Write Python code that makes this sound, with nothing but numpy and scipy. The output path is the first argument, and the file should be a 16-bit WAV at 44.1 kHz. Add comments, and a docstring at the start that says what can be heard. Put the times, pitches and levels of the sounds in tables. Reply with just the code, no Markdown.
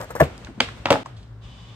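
"""Park grass, a skateboard jump close to a pair of microphone ports on the ground.
Shoes scuff the grip tape (gated noise), the deck lands (struck modes) and the wheels thud into the turf.
Harder wooden cracks and a rattling slam follow (noise bursts and ringing modes) and fade over the park
as diffuse scatter. Behind them: open air, a low distant drone (fluttering sines), a soft rolling rush
(shaped noise) and, near the end, a thin hiss like insects (narrow noise bands)."""
import sys
import numpy as np
from scipy import signal
from scipy.fft import rfft, irfft
from scipy.io import wavfile
from scipy.ndimage import uniform_filter1d

SR = 44100
rng = np.random.default_rng(int(sys.argv[2]) if len(sys.argv) > 2 else 0)


def wrap_up_sound(samples):
    """Save the sound to the file named by the first command line argument, as 16-bit audio."""
    columns = np.atleast_2d(samples).T
    # keep every value between -1 and 1, then stretch to whole-number steps
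    tamed = np.clip(columns, -1, 1)
    steps = np.round(tamed * 32767).astype(np.int16)
    wavfile.write(sys.argv[1], SR, steps)


N = 77175
T = np.arange(N) / SR
FREQS = np.fft.rfftfreq(2 * N, 1 / SR) + 1e-3  # just above zero, so that its logarithm exists

# blows of the landing on the deck: t/s, level/dB, brightness f/Hz
LANDING_BLOWS = [(0.203, -20, 2020), (.208, -8, 790), (0.2143, -18.5, 2130), (0.223, -15, 600)]
# modes of the deck under the rider's feet: f/Hz, level/dB, t60/s
LOADED_DECK = [(253, -24, 0.29), (363, -10.5, 0.039), (463.5, -7, 0.091), (544, -5.5, 0.033),
               (621, 5, 0.051), (665, 3, 0.043), (1059, 3, 0.072), (1679, 4.5, 0.024), (1737, 1, 0.047)]
CRUNCH_DB, CRUNCH_DECAY_S = 6, 0.0051  # level relative to each blow
# wheels sinking into the turf: t/s, level/dB
WHEEL_BLOWS = [(0.2183, -9), (0.2303, -31)]
# modes of the turf thud: f/Hz, level/dB, t60/s
TURF_MODES = [(76.6, -9.5, 0.19), (141, 2, 0.086)]
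# shoes scuffing the grip tape: t/s, length/s, level/dB
SCUFFS = [(0.001, 0.016, -31.5), (0.024, 0.02, -40), (0.089, 0.008, -47), (0.1027, 0.0083, -30.5),
          (0.151, 0.0099, -28), (0.174, 0.013, -38.5), (0.199, 0.01, -15), (0.238, 0.0041, -31.5)]
# colour of the grip tape: f/Hz, level/dB
GRIP_COLOUR = [(130, -4.5), (390, -5.5), (510, 5.5), (800, 0), (1900, -5.5), (2800, -26.5), (5000, -23.5),
               (8500, -21.5), (14000, -24)]

# hard knocks: t/s, ring level/dB, crack level/dB, crack decay/s, brightness f/Hz, low cut f/Hz,
# pitch of the snap/ratio
KNOCKS = [(.6031, -39, -10.5, 0.005, 3000, 208, 0.926), (.6052, -34.5, -5.5, 0.0026, 4200, 254, 1.02),
          (0.8565, -30, -14.5, 0.0028, 2470, 101, 0.95), (.858, -28.5, -10, 0.0026, 2100, 378, 0.85),
          (0.9046, -21.5, -9, 0.005, 5050, 328, 1.1), (.9075, -10, -12.5, 0.004, 3620, 146.3, .86),
          (.922, -21.5, -20, 0.013, 3570, 102.5, 1.7), (.928, -19, -22, 0.01, 4800, 92.3, 1),
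          (.940, -32.5, -23.5, 0.0024, 1760, 99, 0.67), (.9565, -19.5, -41, 0.0055, 990, 775, 1),
          (1.059, -43, -51, 0.0046, 1500, 680, 1.4)]
# modes of the freely ringing deck and trucks: f/Hz, level/dB, t60/s
FREE_DECK = [(101, -0.5, 0.093), (152, -1.5, 0.051), (268, -11, 0.27), (294, -13.5, 0.09), (464.3, 0, 0.2),
             (559.7, 5, 0.084), (642.8, -7.5, 0.15), (745, -0.5, 0.056), (839, -7.5, 0.15),
             (871, -8.5, 0.14), (974, -14.5, 0.1), (1136, -5, 0.036), (1220, -14, 0.1),
             (1286, -14.5, 0.063)]
# colour of the crack: f/Hz, level/dB
CRACK_COLOUR = [(90, -16.5), (230, 11), (500, -2), (1200, 3.5), (1600, -2), (2300, 1), (3300, -4.5),
                (3800, -26), (4600, -11), (5400, -12), (8000, -20.5), (13000, -23)]
CONTACT_RISE_S = 0.00028
# short, bright modes of the crack, before each knock's pitch ratio: f/Hz, level/dB, t60/s
SNAP_MODES = [(260, -13.5, 0.17), (667, -17, 0.068), (840, -13, 0.029), (1094, -21, 0.016),
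              (1180, -12, 0.032), (1410, -3.5, 0.034), (1585, -4, 0.025), (1920, -19.5, 0.013),
              (2288, -2, 0.031), (2730, -22, 0.011), (3116, 4, 0.013), (4580, -3.5, 0.021),
              (7340, -22, 0.0033), (12100, 7, 0.0047)]
SNAP_DB = -7.5  # relative to the crack
SPOT_DETUNE, SPOT_DB = .025, 1.5  # spread of the snap modes with the spot struck: share of f, dB
# lighter taps and ticks of the deck and trucks: t/s, level/dB, centre f/Hz, decay/s
TICKS = [(0.013, -27, 4960, 0.0012), (0.213, -18, 11600, 0.00084), (0.227, -35.5, 2640, 0.027),
         (0.3789, -30, 5200, 0.00083), (0.4479, -29, 3600, 0.0012), (0.4689, -36, 1380, 0.0085),
         (0.486, -35.5, 260, 0.022), (0.576, -36.5, 219, 0.064), (0.686, -29.5, 1360, 0.0057),
         (.86, -32, 110, 0.019), (0.868, -21.5, 1110, 0.0057), (0.886, -20.5, 950, 0.0068),
         (.912, -31.5, 13000, 0.019), (0.9565, -26, 870, 0.0066), (1.059, -28.5, 960, 0.0054),
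         (1.058, -45.5, 5500, 0.0077), (1.166, -54.5, 3520, 0.053), (1.229, -50.5, 3400, 0.0059)]

# colour of the park's echo: f/Hz, level/dB
ECHO_COLOUR = [(100, -20.5), (300, 2.5), (700, -7), (1500, -3), (2800, -1.5), (5000, -3), (9000, 1.5),
               (14000, -41)]
# edges of the echo bands: f/Hz
ECHO_EDGES = [100, 350, 800, 1600, 2600, 3800, 5500, 9500, 15000]
NEAR_ECHO_DB, NEAR_T60_S, FAR_ECHO_DB, FAR_T60_S, ECHO_DELAY_S = -11, 0.24, -26, 1, 0.0059
LANDING_ECHO_DB = -5  # landing and scuffs into the echo, relative to the knocks

# colour of the open air: f/Hz, relative level per Hz/dB
AIR_COLOUR = [(15, -51), (25, -28), (49, -5), (81, -11.5), (118, -13), (264, -20.5), (326, -29),
              (363, -26.5), (1210, -35), (1540, -35.5), (2430, -48), (3930, -50.5), (15000, -70.5)]
AIR_DB, AIR_SIDE = -46.5, 0.34
# lines of the distant drone, about which they flutter: f/Hz, level/dB
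DRONE_LINES = [(57, -49.5), (113, -42), (178, -54.5)]
STRENGTH_FLUTTER, PITCH_FLUTTER = 0.5, 0.06  # spread as a share of the drone's amplitude and frequency
# course of the soft rolling rush, before its flutter: t/s, level/dB
RUSH_COURSE = [(0, -46), (.3, -47), (.45, -48), (.54, -53.5), (.72, -43), (.85, -47), (1.02, -45.5),
               (1.08, -63), (1.3, -66.5), (1.75, -86)]
# colour of the rush: f/Hz, level/dB
RUSH_COLOUR = [(120, 6), (450, 0), (1200, -5), (3200, -12), (5500, -21.5), (8500, -24.5), (14000, -41)]
RUSH_FLUTTER_DB = 1.5
# narrow bands in which the insects sing: f/Hz, width/Hz, level/dB
INSECT_BANDS = [(2990, 130, -62), (3220, 60, -68), (3520, 110, -63), (3860, 60, -71), (4600, 50, -74),
                (4900, 70, -74)]
# colour of the hiss around them: f/Hz, level/dB
HISS_COLOUR = [(800, -1), (1190, 5.5), (1300, -12), (2500, -2.5), (3300, -1), (4300, -8), (8000, -17.5),
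               (13000, -37)]
HISS_START_S, HISS_RISE_S, HISS_DB = 1.406, 0.035, -54

# microphone pair, left minus right for the landing: f/Hz, level/dB
LANDING_BALANCE = [(100, 2), (450, 3.5), (700, 2.3), (1200, 5.8), (2000, 1.2), (8000, 0.9)]
# the same for the landing's phase: f/Hz, phase/rad
LANDING_PHASE = [(100, 0.15), (650, 0.62), (900, 1.57), (2000, 1.4), (4000, 2.2), (12000, 1.42)]
# left minus right for the knocks: f/Hz, level/dB
KNOCK_BALANCE = [(100, 2.5), (350, 2), (900, 2), (1600, 2.5), (2500, 1.5), (4500, -5.5), (6000, 3.5),
                 (8000, -4.5), (14000, 1.5)]
# the same for the knocks' phase: f/Hz, phase/rad
KNOCK_PHASE = [(100, -1), (400, 0.9), (1000, -0.78), (3000, -1.44), (4600, -2), (5600, -2.5), (7500, 0),
               (13000, -3)]
CEILING = .8  # full scale = 1
LOW_CUT_HZ, TOP_HZ = 38, 14600
NOTCH_HZ, NOTCH_WIDTH_HZ, NOTCH_DB = 10460, 760, -16
DIP_S, DIP_DECAY_S, DIP_DB = 1.0335, 0.0092, -28


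def landing():
    """The loaded deck takes several quick blows, and the wheels thud into the turf."""
    force, crunch = 0, 0
    for start, db, hz in LANDING_BLOWS:
        force = force + soften(push(start, db), hz)
        grit = noise(GRIP_COLOUR) * undb(db + CRUNCH_DB) * burst(start, CRUNCH_DECAY_S, CONTACT_RISE_S)
        crunch = crunch + soften(grit, hz)
    wheels = sum(push(start, db) for start, db in WHEEL_BLOWS)
    thud = ring(soften(wheels, hz=306), TURF_MODES)
    return ring(force, LOADED_DECK) + crunch + thud


def scuffs():
    """Gritty strokes of rubber soles on grip tape: pressure gates a roughly flickering noise."""
    pressure = sum(undb(db) * burst(start, 0.011, 0.0013, hold=length) for start, length, db in SCUFFS)
    grit = unit(noise(GRIP_COLOUR) * undb(2.8 * walk(600)))
    return pressure * grit


def knocks():
    """Each hard contact cracks, snaps and sets the deck ringing; glancing ones have little bass."""
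    force, cracks = 0, 0
    for start, ring_db, crack_db, decay, hz, low_hz, pitch in KNOCKS:
        force = force + thin(soften(push(start, ring_db), hz), low_hz)
        grit = noise(CRACK_COLOUR) * undb(crack_db) * burst(start, decay, CONTACT_RISE_S)
        snap = ring(push(start, crack_db + SNAP_DB), struck(SNAP_MODES, pitch))
        crack = grit + soften(snap, hz=6250)
        # the crack reaches an octave higher than the force on the deck
        cracks = cracks + thin(soften(crack, hz * 2), low_hz)
    return ring(force, FREE_DECK) + cracks


def struck(modes, pitch):
    """The modes as one blow excites them: every spot on the deck sounds a little different."""
    chance = rng.standard_normal((len(modes), 2))
    return [(hz * pitch * (1 + SPOT_DETUNE * a), db + SPOT_DB * b, t60)
            for (hz, db, t60), (a, b) in zip(modes, chance)]


def ticks():
    """Light taps and rattles: short noise bursts, each peaked at its own centre frequency."""
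    out = 0
    for start, db, hz, decay in TICKS:
        colour = [(hz / 10, -42), (hz / 2, -12), (hz, 0), (hz * 2, -14), (hz * 50, -75)]
        out = out + undb(db) * burst(start, decay, CONTACT_RISE_S) * noise(colour)
    return out


def echo(x):
    """Diffuse scatter: in each band the energy fades fast from near surfaces, slowly from the trees."""
    fade, out = 0, 0
    for db, t60 in [(NEAR_ECHO_DB, NEAR_T60_S), (FAR_ECHO_DB, FAR_T60_S)]:
        tail = burst(ECHO_DELAY_S, t60 / np.log(1000), 0.0018)
        fade = fade + undb(db) * tail / np.linalg.norm(tail)
    scatter = wide([(20, 0), (20000, 0)], side=0.7)
    source = shape(x, curve(ECHO_COLOUR))
    for low, high in zip(ECHO_EDGES, ECHO_EDGES[1:]):
        band = 1 / np.sqrt((1 + (low / FREQS) ** 16) * (1 + (FREQS / high) ** 16))
        energy = signal.fftconvolve(shape(source, band) ** 2, fade ** 2)[:N]
        out = out + np.sqrt(np.abs(energy)) * unit(shape(scatter, band ** 2))
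    return out


def park():
    """Open air and drone, a little stronger on the left, with the rush and the insects."""
    air = undb(AIR_DB) * wide(AIR_COLOUR, side=AIR_SIDE)
    lean = undb(np.array([[.8], [-.8]]))
    return (air + drone()) * lean + rush() + insects()


def drone():
    """Low distant sines whose strength and pitch flutter quickly and irregularly."""
    out = 0
    for hz, db in DRONE_LINES:
        strength = undb(db) * (1 + STRENGTH_FLUTTER * walk(29.97))
        pitch = hz * (1 + PITCH_FLUTTER * walk(29.72))
        out = out + strength * np.sin(2 * np.pi * np.cumsum(pitch) / SR)
    return out


def rush():
    """A soft rolling rush: wide noise that swells and sinks with a slight flutter."""
    level_db = np.interp(T, *np.array(RUSH_COURSE).T) + RUSH_FLUTTER_DB * walk(60.75)
    return undb(level_db) * wide(RUSH_COLOUR, side=0.42)


def insects():
    """A distant chorus: steady narrow bands over a thin hiss, coming in near the end."""
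    bands = 0
    for hz, width, db in INSECT_BANDS:
        resonance = 1 / (1 + (2 * (FREQS - hz) / width) ** 2)
        bands = bands + undb(db) * unit(shape(rng.standard_normal(N), resonance))
    hiss = undb(HISS_DB) * wide(HISS_COLOUR, side=0.43)
    return np.clip((T - HISS_START_S) / HISS_RISE_S, 0, 1) * (bands + hiss)


def undb(db):
    """Decibels to gain."""
    return 10 ** (np.asarray(db) / 20)


def unit(x):
    """Scale to rms 1."""
    return x / np.sqrt(np.mean(x ** 2))


def curve(points):
    """Gain per frequency from (f/Hz, level/dB) points, joined along log frequency."""
    hz, db = np.array(points).T
    return undb(np.interp(np.log(FREQS), np.log(hz), db))


def shape(x, response):
    """Filter by a frequency response."""
    return irfft(rfft(x, 2 * N) * response)[..., :N]


def noise(points):
    """Coloured noise of rms 1."""
    return unit(shape(rng.standard_normal(N), curve(points)))


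def wide(points, side):
    """Stereo noise: alike in the bass, wider in the treble."""
    spread = shape(noise(points), np.clip(side * np.sqrt(FREQS / 500), 0, 1))
    return noise(points) + np.array([spread, -spread])


def soften(x, hz):
    """A softer contact loses its treble."""
    return signal.sosfilt(signal.butter(2, min(hz, SR / 3), fs=SR, output="sos"), x + 1e-18)


def thin(x, hz):
    """Take away the bass."""
    return signal.sosfilt(signal.butter(3, hz, "high", fs=SR, output="sos"), x + 1e-18)


def burst(start, decay, rise, hold=0):
    """Attack, hold and exponential release, all in seconds."""
    age = np.maximum(T - start, 0)
    return (1 - np.exp(-age / rise)) * np.exp(-np.maximum(age - hold, 0) / decay)


def push(start, db):
    """One sharp blow: a single-sample impulse."""
    return undb(db) * signal.unit_impulse(N, int(np.clip(start * SR, 0, N - 1)))


def ring(force, modes):
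    """Damped modes driven by a force; all have died within half a second."""
    age = T[T < .5]
    body = sum(undb(db - 60 * age / t60) * np.cos(2 * np.pi * hz * age) for hz, db, t60 in modes)
    return signal.fftconvolve(force, body)[:N]


def walk(rate):
    """Random flutter of rms 1: held random steps, rate per second, smoothed twice."""
    k = int(SR / rate)
    steps = np.repeat(rng.standard_normal(N // k + 2), k)
    return unit(uniform_filter1d(uniform_filter1d(steps, k), k)[:N])


def ports(x, balance, phase):
    """A source as the two microphone ports hear it, level and phase split evenly between them."""
    hz, radians = np.array(phase).T
    angle = np.interp(np.log(FREQS), np.log(hz), radians)
    half = np.sqrt(curve(balance)) * np.exp(.5j * angle)
    return np.array([shape(x, half), shape(x, 1 / half)])


def scene():
    """Landing and hard knocks close by, each with its own stereo balance and phase, then the park."""
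    near = landing() + scuffs()
    hard = knocks() + ticks()
    direct = ports(near, LANDING_BALANCE, LANDING_PHASE) + ports(hard, KNOCK_BALANCE, KNOCK_PHASE)
    return direct + echo(hard + undb(LANDING_ECHO_DB) * near) + park()


def record(dry):
    """The microphone rounds peaks, loses deep bass and top treble, has a notch; the level dips once."""
    rounded = dry / (1 + (dry / CEILING) ** 6) ** (1 / 6)
    lean = thin(thin(rounded, LOW_CUT_HZ), LOW_CUT_HZ)
    notch = undb(NOTCH_DB * np.exp(-((FREQS - NOTCH_HZ) / NOTCH_WIDTH_HZ) ** 2))
    # the level dips briefly after the slam
    dip = undb(DIP_DB * burst(DIP_S, DIP_DECAY_S, 0.00046, hold=0.0028))
    top_cut = signal.ellip(8, .2, 70, TOP_HZ, fs=SR, output="sos")
    return signal.sosfilt(top_cut, shape(lean, notch) * dip)


dry = scene()
out = record(dry)
wrap_up_sound(out)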